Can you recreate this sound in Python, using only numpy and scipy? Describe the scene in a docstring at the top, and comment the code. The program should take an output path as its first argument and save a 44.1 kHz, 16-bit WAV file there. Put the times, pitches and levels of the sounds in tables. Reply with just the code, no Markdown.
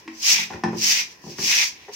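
"""Sweeping a wet concrete tank

A stiff stick broom sweeps the floor of an open water tank: three strokes and the start of a fourth.
The bristles hiss as they flick over the grit and rasp lower as they are pressed down. Behind it,
plastic buckets are bumped and tapped, and low notes ring between the concrete walls.
Near the end comes one wet plop. Soft outdoor noise lies under it all."""
import sys
import numpy as np
from scipy import signal
from scipy.fft import rfft, irfft
from scipy.io import wavfile
from scipy.ndimage import map_coordinates

SR = 44100
rng = np.random.default_rng(int(sys.argv[2]) if len(sys.argv) > 2 else 0)


def store_pcm(level_fs):
    """Save levels as 16-bit WAV."""
    pcm = np.round(np.clip(level_fs, -1, 1) * 32767).astype(np.int16)
    wavfile.write(sys.argv[1], SR, np.atleast_2d(pcm).T)


N = 85995
T = np.arange(N) / SR


def from_db(db):
    """Turn decibels into a number to multiply by."""
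    return 10 ** (np.asarray(db) / 20)


def unit_power(x):
    """Scale a signal to an average power of 1."""
    return x / np.sqrt(np.mean(x ** 2) + 1e-20)


def across_pitch(points):
    """Join (frequency, value) points into a curve over all frequencies."""
    hz, values = np.transpose(points)
    return np.interp(np.log(np.fft.rfftfreq(N, 1 / SR) + 1e-9), np.log(hz), values)


def colour(x, spectrum):
    """Give a noise its tone; the spectrum sets the balance, not the loudness."""
    return unit_power(irfft(rfft(x) * from_db(across_pitch(spectrum)), N))


def low_cut(x, hz):
    """Take out the bass below hz."""
    return signal.sosfilt(signal.butter(3, hz, "high", fs=SR, output="sos"), x)


def drift(hz):
    """A smooth random wobble of about size 1; more hz makes it quicker."""
    r = np.exp(-2 * np.pi * hz / SR)
    return unit_power(signal.lfilter([1], [1, -2 * r, r * r], rng.standard_normal(2 * N))[N:])


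def dying(start, fade_s):
    """Jump to 1 at start, then die away. A fade time is how long a 60 dB drop takes."""
    return (T >= start) * from_db(-60 * np.maximum(T - start, 0) / fade_s)


def ring(hits, notes):
    """Hits (time, level) make an object ring at its own notes, a little differently each time."""
    out = np.zeros(N)
    for k, (hz, note_db, fade_s) in enumerate(notes):
        blows = np.zeros(N)
        for t, db in hits:   # neighbouring notes swing opposite ways
            blows[int(t * SR)] += (-1) ** k * from_db(db + note_db + rng.normal(0, 1))
        r, w = from_db(-60 / (fade_s * SR)), 2 * np.pi * hz / SR   # shrink and turn per sample
        out += signal.lfilter([0, np.sin(w)], [1, -2 * r * np.cos(w), r * r], blows + 1e-18)
    return out


def rattle(hits, bands, fade_s):
    """Each hit (time, level) is a burst of chatter that shakes the plastic in a few pitch bands."""
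    force = sum(from_db(db) * dying(t, fade_s) for t, db in hits)
    out, power = 0, 0
    for hz, width, db in bands:
        narrow, wide = [hz - width / 2, hz + width / 2], [hz / 2, hz * 1.31]
        sos = np.vstack([signal.butter(1, b, "band", fs=SR, output="sos") for b in (narrow, wide)])
        chatter = signal.sosfilt(sos, force * rng.standard_normal(N))
        out += from_db(db) * np.sqrt(SR / (np.pi * width)) * chatter
        power += from_db(db) ** 2
    return out / np.sqrt(power)


# How alike the two ears hear sound from all around: f/Hz, likeness (1 = the same)
EAR_LIKENESS = [(60, 1), (150, .95), (300, 0.72), (550, 0.88), (1000, 0), (16000, 0)]

def surrounding_noise():
    """Noise from all sides: alike in both ears in the bass, unrelated in the treble."""
    alike = across_pitch(EAR_LIKENESS)
    shared, side = rfft(rng.standard_normal((2, N)))
    return unit_power(irfft(np.sqrt(1 + alike) * shared + np.sqrt(1 - alike) * side * [[1], [-1]], N))


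def with_echoes(x, echo_db, fade_s):
    """Add a wash of echoes from the concrete walls; the treble dies sooner."""
    first_echo_s, treble_hz = 0.0027, 9700
    echoes = surrounding_noise()
    dull = signal.sosfilt(signal.butter(1, treble_hz, fs=SR, output="sos"), echoes)
    tail = dull * dying(first_echo_s, fade_s) + (echoes - dull) * dying(first_echo_s, fade_s / 2)
    tail = unit_power(tail) / np.sqrt(N)
    return x + from_db(echo_db) * signal.fftconvolve(np.atleast_2d(x), tail, axes=1)[:, :N]


# Tone of the outdoor background: f/Hz, level/dB (levels in all tables are relative)
AIR_TONE = [(25, -22), (60, 0), (130, -0.5), (350, 2), (600, -5), (850, -2.5), (1010, 4.5), (1150, -6),
            (1400, -8), (1700, -0.5), (1930, 2), (2150, -10), (2500, -1), (3500, -16.5), (5600, -3.5),
            (8000, -25.5), (16000, -20.5)]

def outdoor_air():
    """A faint, steady rush from all around."""
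    return from_db(-51.5) * colour(surrounding_noise(), AIR_TONE)


# Three quick pulses that blend into one plop: t/s, level/dB
PLOP_HITS = [(1.883, -37.5), (1.888, -39.5), (1.893, -36)]
# The notes in the plop: f/Hz, level/dB, fade/s
PLOP_NOTES = [(423, 1, 0.042), (542, -4.5, 0.096), (722, -2, 0.056), (928, 2.5, 0.025), (1880, -2, 0.03)]

def plop():
    """A short wet plop nearby: a few notes that die almost at once."""
    return with_echoes(low_cut(ring(PLOP_HITS, PLOP_NOTES), hz=287), echo_db=-5.5, fade_s=0.14)


# Bumps of the big bucket: t/s, then level/dB of tank boom, base thud, wall knock and rim clack
BUCKET_BUMPS = [(0.327, -44, -43, -37, -46), (0.385, -41, -48, -34.5, -62), (0.503, -43, -39.5, -27, -34),
                (0.524, -45, -39, -34, -35), (0.534, -45, -34.5, -31, -31.5), (0.556, -54, -62, -31.5, -47),
                (0.6363, -22, -26.5, -16.5, -19.5), (0.654, -31.5, -31.5, -35, -49),
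                (0.683, -53, -37.5, -29, -32.5), (0.731, -33, -29, -26.5, -35.5),
                (1.238, -51, -40.5, -38, -61.5), (1.265, -36.5, -33, -38, -55),
                (1.285, -36.5, -44, -56, -57), (1.385, -34.5, -33, -28, -29.5),
                (1.426, -59, -41, -39.5, -46)]
# Taps on a smaller plastic tub: t/s, ring level/dB, click level/dB
TUB_TAPS = [(0.056, -45, -67), (0.0776, -33, -30.5)]
# Where the bucket's parts and the tub rattle: f/Hz, width/Hz, level/dB
BASE_BANDS = [(127, 68, -7.5), (233, 57, -6.5), (345, 90, -3.5)]
WALL_BANDS = [(424, 60, -5.5), (840, 120, -4), (990, 220, -3)]
RIM_BANDS = [(1500, 140, -20), (1860, 370, 1), (2440, 550, -2.5), (5410, 610, -6)]
TUB_BANDS = [(1050, 200, -7), (1930, 310, -8), (2410, 460, -1), (5200, 700, -12)]
# The notes they ring at: f/Hz, level/dB, fade/s
BASE_NOTES = [(114, -11, 0.15), (154.4, -9.5, 0.37), (338, -8, 0.35), (355.2, 0.5, 0.21)]
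WALL_NOTES = [(706, -13.5, 0.11), (782, -0.5, 0.042), (872, -11.5, 0.11), (944, -4, 0.079),
              (1023.6, -5, 0.12)]
RIM_NOTES = [(1475, -2.5, 0.018), (1747, -2.5, 0.072), (1870, -0.5, 0.03), (2330, -15, .05),
             (2495, -14, 0.085)]
TUB_NOTES = [(229.3, -11.5, 0.58), (272, -10, 0.26), (323.5, 0.5, 0.35), (1062, -19, 0.079)]
# Low notes of sound bouncing between the tank walls (standing waves): f/Hz, level/dB, fade/s
TANK_NOTES = [(78, -40, 0.38), (175.5, -0.5, 0.8), (221.8, 3, 0.53), (298, -18, 0.22), (357.7, -23.5, 0.87),
              (425, -6.5, 0.64)]

def buckets():
    """Struck plastic rattles and rings; bumps of the big bucket also make the tank boom."""
    booms, thuds, knocks, clacks = [[(row[0], row[k]) for row in BUCKET_BUMPS] for k in range(1, 5)]
    base = rattle(thuds, BASE_BANDS, fade_s=0.13) + from_db(-2) * ring(thuds, BASE_NOTES)
    wall = from_db(-4.5) * rattle(knocks, WALL_BANDS, fade_s=0.045)
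    wall += from_db(-5.5) * ring(knocks, WALL_NOTES)
    rim = from_db(-4.5) * rattle(clacks, RIM_BANDS, fade_s=0.057)
    rim += from_db(-6) * ring(clacks, RIM_NOTES)
    tub_click = rattle([(t, db) for t, _, db in TUB_TAPS], TUB_BANDS, fade_s=0.045)
    tub_ring = low_cut(ring([(t, db) for t, db, _ in TUB_TAPS], TUB_NOTES), hz=195)
    plastic = with_echoes(base + wall + rim + tub_click, echo_db=-1, fade_s=0.31)
    tank_boom = from_db(-5) * ring(booms, TANK_NOTES)
    return low_cut(plastic + tank_boom + tub_ring, hz=83)   # plastic gives off little deep bass


def bristles(tone):
    """Thousands of tiny flicks of uneven size; the bristles catch and let go in bunches."""
    flicks_per_s, spread_db, bunch_db = 9000, 2.5, 2
    sizes = from_db(spread_db * np.minimum(rng.exponential(1, N), 5))
    directions = rng.choice([-1, 1], N)
    flicking = rng.random(N) < flicks_per_s / SR
    bunches = from_db(bunch_db * drift(hz=140))
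    return colour(sizes * directions * flicking * bunches, tone)


# How each full stroke swells and fades, one list each: t/s, hiss level/dB, rasp level/dB
BROOM_STROKES = [
    [(0.15, -51, -58.5), (0.2, -41.5, -57), (0.238, -24.5, -33), (0.286, -16.5, -25), (0.326, -14.5, -27),
     (0.352, -24, -25.5), (0.436, -34, -31.5), (0.48, -51, -53)],
    [(0.755, -48.5, -54), (0.782, -34, -54), (0.81, -27, -37.5), (0.845, -19.5, -30.5), (0.915, -19.5, -26),
     (0.95, -23.5, -28.5), (1.004, -25, -27.5), (1.065, -53, -52.5), (1.12, -49.5, -54)],
    [(1.24, -52, -66), (1.314, -41.5, -51), (1.356, -50.5, -55.5), (1.4, -32, -46), (1.438, -24.5, -35.5),
     (1.514, -20.5, -25), (1.634, -23.5, -23.5), (1.682, -32.5, -47), (1.72, -58, -53.5)],
]
# Light touches of the broom, then the start of the fourth stroke: same columns
BROOM_TOUCHES = [
    [(0, -49, -63), (0.025, -68, -55.5), (0.06, -74, -73)],
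    [(0.5, -51, -50.5), (0.55, -54.5, -53), (0.61, -63, -60.5)],
    [(1.76, -59, -53), (1.82, -57.5, -52.5), (1.9, -57.5, -56)],
    [(1.92, -55, -53), (1.938, -33, -52), (1.95, -40, -42)],
]
# Tone of flicking bristles (hiss) and of pressed ones (rasp): f/Hz, level/dB
HISS_TONE = [(1500, -39), (2800, -10.5), (3700, -16.5), (4400, -7), (5200, -1.5), (6100, -1.5), (7000, -12),
             (8200, -19.5), (9700, -28), (11200, -23), (12500, -25.5), (14000, -19), (16000, -23.5)]
RASP_TONE = [(30, -48), (60, -35), (120, -25.5), (220, -27.5), (420, -21), (600, -20.5), (950, -11),
             (1300, -13.5), (1650, -6), (2050, 3), (2320, 5), (2580, 5.5), (2900, 0), (3300, -1.5),
             (4000, -1.5), (6000, -29.5)]

def broom():
    """Each stroke swells as a hiss and ends in a lower rasp; the wide fan of bristles swings past."""
    lift_db_per_s = 288   # fade before and after a stroke
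    sag_octaves_per_s = 0.3   # the rasp sinks as the bristles bend
    ear_lag_s, swing_s = 0.000502, 0.61   # longest delay between the ears, time of one swing
    width = 0.69   # share of the flicks heard on one side only
    hiss, rasp, octaves = np.zeros((3, N))
    for stroke in list(BROOM_STROKES) + list(BROOM_TOUCHES):
        times, hiss_db, rasp_db = np.transpose(stroke)
        lift_db = -lift_db_per_s * np.abs(T - np.clip(T, times[0], times[-1]))
        hiss = np.maximum(hiss, from_db(np.interp(T, times, hiss_db) + lift_db + 1.5))
        rasp = np.maximum(rasp, from_db(np.interp(T, times, rasp_db) + lift_db + 2))
        middle_s = np.average(times, weights=from_db(rasp_db))
        octaves = np.where(lift_db == 0, -sag_octaves_per_s * (T - middle_s), octaves)
    bent_clock = np.cumsum(2 ** octaves)   # reading the noise more slowly lowers it
    fan = []
    for _ in range(3):
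        hissing = hiss * bristles(HISS_TONE)
        rasping = rasp * map_coordinates(bristles(RASP_TONE), [bent_clock], order=3, mode="wrap")
        fan.append(hissing + rasping)
    centre, left, right = fan
    lag_s = ear_lag_s * np.sin(2 * np.pi * T / swing_s)
    lagged = map_coordinates(centre, [(T - lag_s) * SR], order=3)
    both_ears = np.sqrt(1 - width) * np.array([centre, lagged])
    both_ears += np.sqrt(width) * np.array([left, right])
    return with_echoes(both_ears, echo_db=-6, fade_s=0.24)


def scene():
    """A plop, the broom and the buckets over a quiet background."""
    return plop() + broom() + buckets() + outdoor_air()


def record(dry):
    """Cut the highest treble and make the left side slightly louder."""
    top_hz = 15900
    treble_cut = signal.ellip(12, .1, 80, top_hz, fs=SR, output="sos")
    return signal.sosfilt(treble_cut, dry) * from_db([[.3], [-.3]])


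dry = scene()
out = record(dry)
store_pcm(out)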